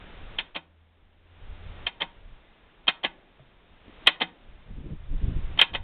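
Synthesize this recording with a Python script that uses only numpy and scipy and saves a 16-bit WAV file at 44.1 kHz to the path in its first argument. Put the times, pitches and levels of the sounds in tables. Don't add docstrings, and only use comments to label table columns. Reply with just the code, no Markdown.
import sys
import numpy as np
from scipy import signal
from scipy.fft import rfft, irfft, next_fast_len
from scipy.io import wavfile
from scipy.ndimage import map_coordinates

SR = 44100
rng = np.random.default_rng(int(sys.argv[2]) if len(sys.argv) > 2 else 0)


def generate_wav(sig):
    pcm = np.round(np.clip(np.atleast_2d(sig).T, -1, 1) * 32767).astype(np.int16)
    wavfile.write(sys.argv[1], SR, pcm)


N = 257103

# time_s, rms_db
AIR_LEVEL = [(0, -51.5), (.38, -51), (.43, -53.5), (.6, -70), (1.2, -67.5), (1.45, -56.5), (1.86, -50.5),
             (1.9, -58), (2.3, -60.5), (3.6, -62.5), (3.8, -60), (4.06, -52), (4.1, -60.5), (5.1, -59.5),
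             (5.2, -54), (5.58, -51.5), (5.65, -56), (5.83, -63)]


def amp(db):
    return 10 ** (np.asarray(db) / 20)


def unit(x):
    return x / np.sqrt(np.mean(x ** 2) + 1e-20)


def along(points, hz):
    point_hz, values = np.transpose(points)
    return np.interp(np.log(hz + 1), np.log(point_hz + 1), values)


def curves(rows):
    time_s, *columns = np.transpose(rows)
    return [np.interp(np.arange(N) / SR, time_s, column) for column in columns]


def wobble(rate):
    knots = rng.standard_normal(int(N * rate / SR) + 4)
    return map_coordinates(knots, [np.arange(N) * rate / SR])


def filtered(x, response):
    size = next_fast_len(N + SR // 2)
    spectrum = rfft(x, size) * response(np.fft.rfftfreq(size, 1 / SR))
    return irfft(spectrum, size)[..., :N]


def noise(spectrum):
    return unit(filtered(rng.standard_normal(N), lambda hz: amp(along(spectrum, hz))))


def air():
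    # freq_hz, relative_db (per Hz)
    hiss = [(35, -20.5), (60, -19.5), (190, 1.5), (223, -1), (415, -3), (603, -4), (956, -6.5), (2980, -10),
            (3620, -11), (4170, -15), (5420, -41), (9170, -120)]
    return amp(curves(AIR_LEVEL)[0]) * noise(hiss)


def wind():
    # freq_hz, relative_db (per Hz)
    buffet_colour = [(4, -14), (12, -2), (25, 0), (50, -8), (90, -13), (160, -23.5), (250, -120)]
    # freq_hz, relative_db (per Hz)
    flutter_colour = [(50, -120), (80, -29), (130, 1.5), (250, -7.5), (500, -22), (800, -37), (1200, -120)]
    # start_s, length_s, buffet_rms_db
    gusts = [(-.05, 0.41, -51), (1.016, .04, -55), (1.4, 0.43, -49.5), (1.506, 0.063, -48.5),
             (1.667, 0.047, -43), (2.2, .16, -48), (4.45, 0.24, -54.5), (4.694, 0.4, -41),
             (5.079, 0.49, -34.5), (5.72, 0.22, -37.5)]
    # start_s, level_db, rate_hz
    thumps = [(4.694, -27, 34.6), (4.778, -26, 53.8), (4.862, -26.5, 97), (4.919, -22.5, 79.6),
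              (5.097, -21.5, 27), (5.137, -17.5, 29.4), (5.23, -11.5, 47), (5.278, -13, 75.8),
              (5.355, -15.5, 51.1), (5.398, -27, 29.6), (5.429, -41.5, 29.6), (5.501, -29, 37.4),
              (5.55, -28, 26.6), (5.72, -28.5, 51.1), (5.787, -39, 59.2)]
    rumble_db = 1
    gust_edge_s = .02
    flutter_db, flutter_ref_hz, flutter_db_per_oct, follows = -30.5, 49.4, 7, 0.56
    flutter_s = 0.029

    t = np.arange(N) / SR

    def step(s):
        return (1 + np.tanh((t - s) / gust_edge_s)) / 2

    buffet = unit(amp(2.2 * wobble(22)) * noise(buffet_colour))
    flutter = unit(amp(3 * wobble(60)) * noise(flutter_colour))
    level = amp(curves(AIR_LEVEL)[0] + rumble_db)
    for start_s, length_s, db in gusts:
        level = level + amp(db) * step(start_s) * (1 - step(start_s + length_s))
    out = level * buffet
    for start_s, db, hz in thumps:
        cycles = (t - start_s) * hz - .5
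        thump = -amp(db - 4.5) * np.tanh(cycles * 9) * np.exp(-9 * cycles ** 2)
        shed_db = follows * db + flutter_db + flutter_db_per_oct * np.log2(hz / flutter_ref_hz)
        burst = np.exp(-(cycles / hz / flutter_s) ** 2)
        out += thump + amp(shed_db) * burst * flutter
    return out


def hum():
    # time_s, pitch_hz, rms_db
    course = [(0.4, 82, -74), (0.8, 80.5, -61), (1.1, 83.2, -69.5), (1.3, 85.5, -56.5), (1.65, 85, -48.5),
              (1.86, 84, -62), (1.9, 85.6, -87)]
    hz, db = curves(course)
    tone = np.sin(2 * np.pi * np.cumsum(hz) / SR)
    return np.sqrt(2) * amp(db + 0.88 * wobble(19)) * tone


def contacts():
    # time_s, level_db
    pulls = [(.3867, -13.5), (1.8669, -13.5), (2.8804, -5), (4.072, -.8), (5.591, -5), (5.6146, -1.1)]
    # time_s, level_db
    drops = [(.561, -20), (2.0173, -15), (3.0468, -12), (4.216, -11.5), (5.7482, -16.5)]
    # time_s, level_db
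    switch_ticks = [(2.8702, -29.5), (4.063, -26), (5.5752, -30)]
    # offset_ms, relative_db, brightness_db_per_octave
    pull_chain = [(-2.8, -15, -2.5), (0, 0, 2.5), (3.2, -7, 1), (7.6, -12, 0)]
    # offset_ms, relative_db, brightness_db_per_octave
    drop_chain = [(-15, -19, -4.5), (-10.5, -9.5, 3), (-5, -7.5, -6), (0.5, 0.5, -1.5), (4, -11, -2)]
    tick_chain = [(0.0094, 0.004, -4)]
    hits = []
    for strokes, chain in [(pulls, pull_chain), (drops, drop_chain), (switch_ticks, tick_chain)]:
        for s, db in strokes:
            for ms, relative_db, bright_db in chain:
                hits.append((s + ms / 1000, db + relative_db, bright_db))
    return hits


def solenoid():
    # freq_hz, level_db, t60_s
    modes = [(173, -35.5, 0.31), (250, -19.5, 0.033), (321, -29.5, 0.18), (460, -15.5, 0.029),
             (553, -15, 0.061), (688, -11.5, 0.065), (776, -19.5, 0.15), (918, -16.5, 0.16),
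             (1072, -16, 0.11), (1193, -18, 0.055), (1314, -26.5, 0.14), (1480, -21.5, 0.18),
             (1670, -20.5, .07), (1725, -9.5, 0.082), (1924, -5.5, 0.053), (2004, -9.5, 0.092),
             (2111.6, -6, 0.079), (2519, -10, 0.089), (2525.4, -1.5, 0.066), (2654, -13.5, 0.093),
             (2630, -13, .06), (3018, -3, 0.03), (3125, -6.5, 0.095), (3293, 0, 0.016), (3180, -22, 0.036),
             (3860, -27.5, 0.1), (3604, -16, 0.14), (3720, -9.5, 0.0066), (4212, -3.5, .04)]
    hz, level_db, t60 = np.transpose(modes)[:, :, None]
    out, t = np.zeros(N + SR), np.arange(SR // 2) / SR
    lag = .002 * (np.sqrt(4200 / hz) - 1)
    age = np.clip(t - lag, 0, None)
    fade = amp(level_db - 60 * age / t60) * (1 - np.exp(-age / 0.00052))
    snap = amp(12 - 60 * t / .017) * (1 - np.exp(-t / .0008)) * np.sin(2 * np.pi * 3180 * t)
    knock = amp(6 - 60 * t / 0.0052) * (1 - np.exp(-t / 0.00045)) * np.sin(2 * np.pi * 850 * t)
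    rattle_fade = amp(-60 * t / .065) * (1 - np.exp(-t / .001))
    rattle_lowpass = signal.butter(6, 4000, fs=SR, output="sos")
    for s, peak_db, bright_db in contacts():
        strength = amp(bright_db * np.log2(hz[:, 0] / 3000) + rng.normal(0, 1.7, len(hz)))
        walk = np.cumsum(rng.normal(0, .9, (len(hz), len(t) // 90)), axis=1)
        drift = walk.repeat(90, axis=1) * (hz / 2500) ** .3
        start_cycle = rng.random((len(hz), 1))
        rings = fade * np.sin(2 * np.pi * (hz * age + start_cycle) + drift)
        grit = np.diff(rng.standard_normal(len(t) + 1))
        rattle = amp(18.5) * rattle_fade * signal.sosfilt(rattle_lowpass, grit)
        sound = strength @ rings + amp(bright_db) * snap
        sound += amp(-2.2 * bright_db) * knock + amp(0.52 * bright_db) * rattle
        out[round(s * SR):][:len(t)] += amp(peak_db) * sound / np.abs(sound).max()
    return signal.sosfilt(signal.butter(4, 140, "high", fs=SR, output="sos"), out[:N])


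def wall(x):
    # freq_hz, t60_s
    decay = [(200, 0.63), (1000, 0.27), (2500, 0.14), (4000, 0.13)]
    trip_s = .035
    hz, t, grains = signal.stft(rng.standard_normal(SR // 2), SR, nperseg=256)
    swell = 1 - np.exp(-t / 0.033)
    fade = amp(-60 * t / along(decay, hz)[:, None])
    tail = signal.istft(grains * swell * fade, SR, nperseg=256)[1]
    delayed = np.pad(x, (round(trip_s * SR), 0))
    return signal.fftconvolve(delayed, tail / np.linalg.norm(tail))[:N]


def bumps():
    # start_s, level_db, pitch_hz, t60_s
    knocks = [(3.395, -46.5, 626, 0.037), (3.401, -47.5, 133, 0.2), (3.881, -36, 239, 0.019),
              (3.895, -43, 308, 0.023)]
    out, t = np.zeros(N + SR), np.arange(SR // 4) / SR
    for s, db, hz, t60 in knocks:
        envelope = amp(db - 60 * t / t60) * (1 - np.exp(-t / 0.00025))
        scuff = 0.51 * amp(-60 * t / 0.026) * rng.standard_normal(len(t))
        out[round(s * SR):][:len(t)] += envelope * (np.sin(2 * np.pi * hz * t) + scuff)
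    return out[:N]


def scene():
    clicks = solenoid()
    return (clicks + amp(-28.5) * wall(clicks) + bumps() + air() + hum() + wind())[None]


def record(dry):
    # freq_hz, gain_db
    band = [(3700, 1), (4000, -10), (4300, -14.5), (4600, -40.5), (5000, -50.5), (5600, -65.5),
            (16000, -59.5)]
    ceiling, top_hz = .74, 15600
    x = filtered(dry, lambda hz: amp(along(band, hz)))
    x = x / (1 + np.abs(x / ceiling) ** 24) ** (1 / 24)
    x = x + amp(-99) * rng.standard_normal(x.shape)
    return filtered(x, lambda hz: 1 / (1 + (hz / top_hz) ** 200))


dry = scene()
out = record(dry)
generate_wav(out)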